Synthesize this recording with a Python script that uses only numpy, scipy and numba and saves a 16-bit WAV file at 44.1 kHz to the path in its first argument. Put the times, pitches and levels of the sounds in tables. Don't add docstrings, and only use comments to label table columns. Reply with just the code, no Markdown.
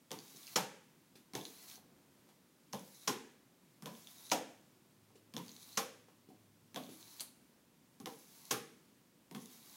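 import sys
import numpy as np
from scipy import signal
from scipy.fft import rfft, irfft
from scipy.io import wavfile
from scipy.ndimage import uniform_filter1d
from numba import njit

SR = 44100
rng = np.random.default_rng(int(sys.argv[2]) if len(sys.argv) > 2 else 0)


def wav_out(sig):
    wavfile.write(sys.argv[1], SR, np.round(np.clip(np.atleast_2d(sig).T, -1, 1) * 32767).astype(np.int16))


N = 430411

# start_s, end_s, end_hiss_db, hiss_swell_db, end_song_over_hiss_db, end_song_hz
STROKES = [(0.112, 0.542, -55.5, 10.5, -4.5, 4200), (1.348, 1.765, -58.5, 3.5, -4, 4200),
           (2.725, 3.074, -60.5, 7.5, -5.5, 3950), (3.856, 4.311, -59, 6.5, -6.5, 3980),
           (5.367, 5.77, -60, 6, -1.5, 4350), (6.76, 7.196, -60.5, 5, -5, 4250),
           (8.062, 8.52, -60.5, 6, -9, 4280), (9.345, 9.8, -61, 3.5, -4.5, 4000)]
SONG_START_HZ, SONG_BEND, SONG_SWELL_DB, LIFT_DB_PER_S = 3320, 1.9, 10, 900


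def stroke_at(t):
    hiss_db, song_db = np.full((2, len(t)), -np.inf)
    song_hz = np.full(len(t), float(SONG_START_HZ))
    for start_s, end_s, end_db, swell_db, over_db, end_hz in STROKES:
        on = t >= start_s
        left = np.clip((end_s - t[on]) / (end_s - start_s), 0, 1)
        hiss_db[on] = end_db - swell_db * left - LIFT_DB_PER_S * np.maximum(t[on] - end_s, 0)
        song_db[on] = hiss_db[on] + over_db - SONG_SWELL_DB * left
        song_hz[on] = end_hz - (end_hz - SONG_START_HZ) * left ** SONG_BEND
    return hiss_db, song_db, song_hz


# freq_hz, gain_db
FILM_SPECTRUM = [(410, -39), (700, -5.5), (819, -5), (1600, -9), (2270, -6), (2960, -8.5), (4050, -5.5),
                 (4800, -3.5), (6320, -4.5), (8420, -7.5), (10800, -6.5), (15200, -6), (16000, -5.5)]
# pitch_hz, width_hz, gain_db
SHEEN_MODES = [(6200, 2200, -8), (10530, 2500, -9)]


def scrape():
    hiss_db, song_db, song_hz = stroke_at(np.arange(N) / SR)
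    song_hz *= 1 + 0.027 * walk(25)
    slips = rng.standard_normal(N) * undb(1.2 * rng.exponential(size=N) + 1.2 * walk(40))
    big_slips = rng.standard_normal(N) * undb(4 * rng.exponential(size=N) + 3 * walk(70))

    def resonance(hz, width_hz):
        return unit(bandpass(bandpass(big_slips, hz, width_hz), hz, width_hz))

    sheen = sum(undb(db + 2 * walk(30)) * resonance(hz, width_hz) for hz, width_hz, db in SHEEN_MODES)
    hiss = colour(slips, FILM_SPECTRUM) + sheen
    return undb(hiss_db) * hiss + undb(song_db) * resonance(song_hz, width_hz=520)


# start_s, click_db, thud_db, boom_over_thud_db, tilt_db_per_octave
LANDINGS = [(0.107, -34.5, -51.5, 3.5, -14), (0.1159, -24, -47.5, -10, 7), (1.3355, -33.5, -52.5, 2, -8),
            (1.3522, -19, -43, -4.5, -1.5), (2.7325, -25, -44, 0, 0), (3.8232, -37.5, -53, 5, 16),
            (3.8585, -27.5, -47, -4, 1), (5.3386, -35, -60, 16.5, -4), (5.366, -24, -48, 3, -5),
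            (6.7449, -34, -60, 9.5, -2), (6.7606, -24.5, -44.5, -3, -18), (8.001, -40, -62, 14, 14),
            (8.0586, -25.5, -45.5, -6.5, 2), (9.3119, -40, -57, 3, 3), (9.3486, -33.5, -50, 1, -12)]


def landings():
    out = np.zeros(N)
    for start_s, click_db, thud_db, boom_db, tilt in LANDINGS:
        spray_db = -38 + .35 * (click_db + 30)
        add(out, start_s - LEAD_S, blow(click_db, thud_db, spray_db, boom_db, tilt,
                                        clack_db=4.5, chatter_ms=.59, hardest=3.7, spray_ms=.6))
    return out


# start_s, click_db, thud_db, spray_db
SNAPS = [(0.5597, -8, -32.5, -29), (3.0765, -11, -34.5, -31), (4.3168, -9.5, -33.5, -35),
         (5.7742, -11, -38, -23), (7.204, -63, -92, -21), (8.5102, -12, -36.5, -19)]


def snaps():
    out = np.zeros(N)
    for start_s, click_db, thud_db, spray_db in SNAPS:
        add(out, start_s - LEAD_S, blow(click_db, thud_db, spray_db, boom_db=-12.5, tilt_db_per_octave=12,
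                                        clack_db=12, chatter_ms=3.8, hardest=1.8, spray_ms=5.7))
    return out


# pitch_hz, width_hz, gain_db
BLADE_MODES = [(3490, 380, 12.5), (4250, 600, 11.5), (5490, 670, 17.5), (6340, 490, 11)]
# pitch_hz, gain_db, t60_s
PANE_MODES = [(338.6, -14, 0.15), (464, 2, 0.032), (552, -17, 0.09), (593, -24, 0.02), (760, -3.5, 0.062),
              (820, -7.5, 0.06), (943, -6.5, 0.045), (1056, -3, 0.039), (1232, -15, 0.019),
              (1386, -17.5, 0.046), (1733, -16.5, 0.055), (2180, -14.5, 0.03)]
# pitch_hz, gain_db, t60_s
TABLE_MODES = [(146, -0.5, 0.1), (162.5, -17.5, 0.11), (194.7, 6, 0.089), (252.3, 0.5, 0.11),
               (279.6, -6.5, 0.15)]
LEAD_S = .01


def blow(click_db, thud_db, spray_db, boom_db, tilt_db_per_octave, clack_db, chatter_ms, hardest, spray_ms):
    direct, to_room = np.zeros((2, SR))
    blade = sum(undb(db + tilt_db_per_octave * np.log2(hz / 4500)) * ring(hz, 1.36 / width_hz, 600)
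                for hz, width_hz, db in BLADE_MODES)
    modes = [undb(db) * ring(hz, t60_s, 9000) for hz, db, t60_s in PANE_MODES + TABLE_MODES]
    weights = np.sign(rng.standard_normal(len(modes))) * undb(2 * rng.standard_normal(len(modes)))
    struck = [weight * mode for weight, mode in zip(weights, modes)]
    pane, table = sum(struck[:len(PANE_MODES)]), sum(struck[len(PANE_MODES):])
    thud = peak(pane, thud_db) + peak(table, thud_db + boom_db)
    first_push = thud * np.exp(-np.arange(9000) / SR / .013)
    add(direct, LEAD_S, thud)
    add(to_room, LEAD_S, undb(3) * first_push)

    click = peak(blade, click_db)
    clack = peak(ring(890, .00041, 600), thud_db + clack_db)
    spray = peak(ring(9450, .00058, 40), spray_db)
    for body, swell_ms, room_db in (click, chatter_ms, -8), (clack, chatter_ms + 2.31, 0), (spray, spray_ms, -5):
        add(direct, LEAD_S - .63 * chatter_ms / 1000, signal.fftconvolve(chatter(swell_ms, hardest), body))
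        add(to_room, LEAD_S, undb(room_db) * body)
    return room(direct, to_room, tail_db=-23.5)


def chatter(swell_ms, hardest):
    age = np.arange(2500) / SR / (swell_ms / 1000)
    contacts = rng.standard_normal(2500) * age * np.exp(1 - age)
    contacts[int(swell_ms * SR / 1000)] = hardest
    return contacts / np.sqrt(np.sum(contacts ** 2))


# start_s, level_db, pitch_hz
SHARP_TICKS = [(0.189, -36.5, 4570), (0.434, -47, 3640), (0.4692, -38, 4940), (0.4773, -38, 2760),
               (1.412, -39.5, 3530), (1.453, -31.5, 4030), (1.714, -41.5, 3770), (1.742, -50, 3950),
               (1.757, -44, 6060), (2.7283, -38, 5760), (3.9518, -46.5, 3300), (4.047, -50, 3950),
               (4.072, -39, 3480), (4.267, -45, 4080), (4.3, -34, 4050), (5.4818, -41, 4750),
               (5.493, -40, 4170), (5.517, -42, 6450), (5.565, -42.5, 4130), (5.631, -53, 4070),
               (5.692, -48, 4070), (5.7544, -47, 4200), (6.837, -44, 4150), (6.8655, -47.5, 3430),
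               (7.0278, -41.5, 3960), (7.1974, -32, 4040), (7.207, -29, 4500), (8.102, -47, 4100)]


def blade_ticks():
    out = np.zeros(N)
    rise = 1 - np.exp(-np.arange(400) / SR / .00012)
    blade = sum(undb(db) * ring(hz, t60_s, 400)
                for (hz, _, _), db, t60_s in zip(SHEEN_MODES, (-2.5, -7), (.004, .002)))
    blade += .4 * ring(BLADE_MODES[0][0], .003, 400)
    for start_s, level_db, pitch_hz in SHARP_TICKS + fine_grit():
        add(out, start_s, peak(rise * (ring(pitch_hz, .005, 400) + blade), level_db))
    return out


def fine_grit(per_stroke=6):
    start_s, end_s = np.transpose(STROKES)[:2, :, None]
    times_s = start_s + (end_s - start_s) * rng.random((len(STROKES), per_stroke))
    times_s = np.minimum(times_s, N / SR - .02).ravel()
    _, song_db, song_hz = stroke_at(times_s)
    level_db = song_db + 10 + 2 * rng.exponential(size=len(times_s))
    return list(zip(times_s, level_db, song_hz))


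# start_s, tap_db, pitch_hz, t60_s, rustle_db
BUMPS = [(0.347, -48.5, 327, 0.013, -65), (1.155, -47, 261, 0.0089, -55), (1.779, -51.5, 760, 0.0074, -63),
         (2.289, -59, 840, 0.013, -63), (5.105, -52, 810, 0.0033, -85), (5.155, -52, 406, 0.016, -61.5),
         (6.085, -44, 760, 0.0024, -66), (6.288, -45, 280, .018, -66), (6.304, -55, 705, 0.034, -81),
         (6.89, -41, 294, .02, -54)]


def bumps():
    out = np.zeros(N)
    fade = np.exp(-np.arange(3000) / SR / .02)
    for start_s, tap_db, pitch_hz, t60_s, rustle_db in BUMPS:
        rustle = bandpass(rng.standard_normal(3000), 3500, 5300) * fade
        add(out, start_s, undb(tap_db) * ring(pitch_hz, t60_s, 3000) + undb(rustle_db) * rustle)
    return out


# centre_hz, gain_db, t60_s
ROOM_BANDS = [(135, 2, 0.29), (287, 3, 0.49), (499, -2, 0.48), (890, 6, 0.22), (2130, -9, 0.65),
              (3520, -3, 0.3), (9300, -8.5, 0.53), (13000, 6, 0.23)]
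WALL_MS, WALL_DB = 14, -10


def room(direct, to_room, tail_db):
    t = np.arange(SR * 3 // 4) / SR
    tail = np.zeros(len(t))
    for hz, db, t60_s in ROOM_BANDS:
        band = bandpass(rng.standard_normal(len(t)), hz, .7 * hz)
        tail += undb(db + tail_db) * band * np.exp(-np.log(1000) * t / t60_s)
    tail *= np.minimum(t / .0015, 1)
    echo = undb(WALL_DB) * np.pad(direct, (int(WALL_MS * SR / 1000), 0))[:len(direct)]
    return direct + echo + signal.fftconvolve(to_room, tail)[:len(direct)]


# freq_hz, gain_db
AIR_SPECTRUM = [(15, -75), (25, -45), (87, -18), (149, -6.5), (256, -5.5), (335, -11), (363, -9),
                (439, -19), (476, -16), (754, -23), (988, -19.5), (1230, -23.5), (1400, -23.5),
                (16000, -29.5)]
# time_s, pitch_hz, level_db
DRONE = [(3.2, 125, -76), (4.93, 120.3, -79), (5.03, 108.3, -77), (7.05, 106.4, -76.5), (7.13, 121.6, -82),
         (7.6, 119, -79)]


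def house():
    air = colour(rng.standard_normal(N), AIR_SPECTRUM) * undb(-68.5 + .5 * walk(6))
    murmur_db = -77 + 1.8 * walk(2.35) + 1.2 * walk(15)
    murmur = undb(murmur_db) * unit(bandpass(rng.standard_normal(N), 220, 230))
    t = np.arange(N) / SR
    time_s, pitch_hz, level_db = np.transpose(DRONE)
    fade = np.interp(t, time_s[[0, 1, -2, -1]], [0, 1, 1, 0])
    drone_rms = undb(np.interp(t, time_s, level_db) + 1.4 * walk(7)) * fade
    drone_hz = np.interp(t, time_s, pitch_hz) + 2.37 * walk(20)
    drone = drone_rms * np.sqrt(2) * np.sin(2 * np.pi * np.cumsum(drone_hz) / SR)
    return air + murmur + drone


def undb(db):
    return 10 ** (np.asarray(db) / 20)


def unit(x):
    return x / np.sqrt(np.mean(x ** 2))


def peak(x, db):
    return undb(db) * x / np.abs(x).max()


def add(out, start_s, x):
    i = int(start_s * SR)
    out[i:i + len(x)] += x[:N - i]


def ring(hz, t60_s, samples):
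    t = np.arange(samples) / SR
    return np.sin(2 * np.pi * hz * t) * np.exp(-np.log(1000) * t / t60_s)


def colour(x, spectrum):
    hz, db = np.transpose(spectrum)
    bins_hz = np.arange(len(x) // 2 + 1) * SR / len(x) + 1
    gain = undb(np.interp(np.log(bins_hz), np.log(hz), db))
    return unit(irfft(rfft(x) * gain, len(x)))


def walk(rate_hz):
    hold = int(SR / rate_hz)
    steps = np.repeat(rng.standard_normal(N // hold + 1), hold)
    return unit(uniform_filter1d(uniform_filter1d(steps, hold), hold)[:N])


def bandpass(x, hz, width_hz):
    return svf(x, hz * np.ones(len(x)), float(width_hz))


@njit
def svf(x, hz, width_hz):
    y, band_state, low_state = np.empty(len(x)), 0., 0.
    for i in range(len(x)):
        g, damping = np.tan(np.pi * hz[i] / SR), width_hz / hz[i]
        band = (band_state + g * (x[i] - low_state)) / (1 + g * (g + damping))
        band_state, low_state = 2 * band - band_state, low_state + 2 * g * band
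        y[i] = damping * band
    return y


def scene():
    ticks, hiss, feet = blade_ticks(), scrape(), bumps()
    near = landings() + snaps()
    for source, tail_db in (ticks, -33), (hiss, -38), (feet, -30):
        near += room(source, source, tail_db)
    near = signal.sosfilt(signal.butter(4, 135, "high", fs=SR, output="sos"), near)
    return (near + house())[None]


def record(dry):
    return signal.sosfilt(signal.ellip(10, .2, 70, 15900, fs=SR, output="sos"), dry)


dry = scene()
out = record(dry)
wav_out(out)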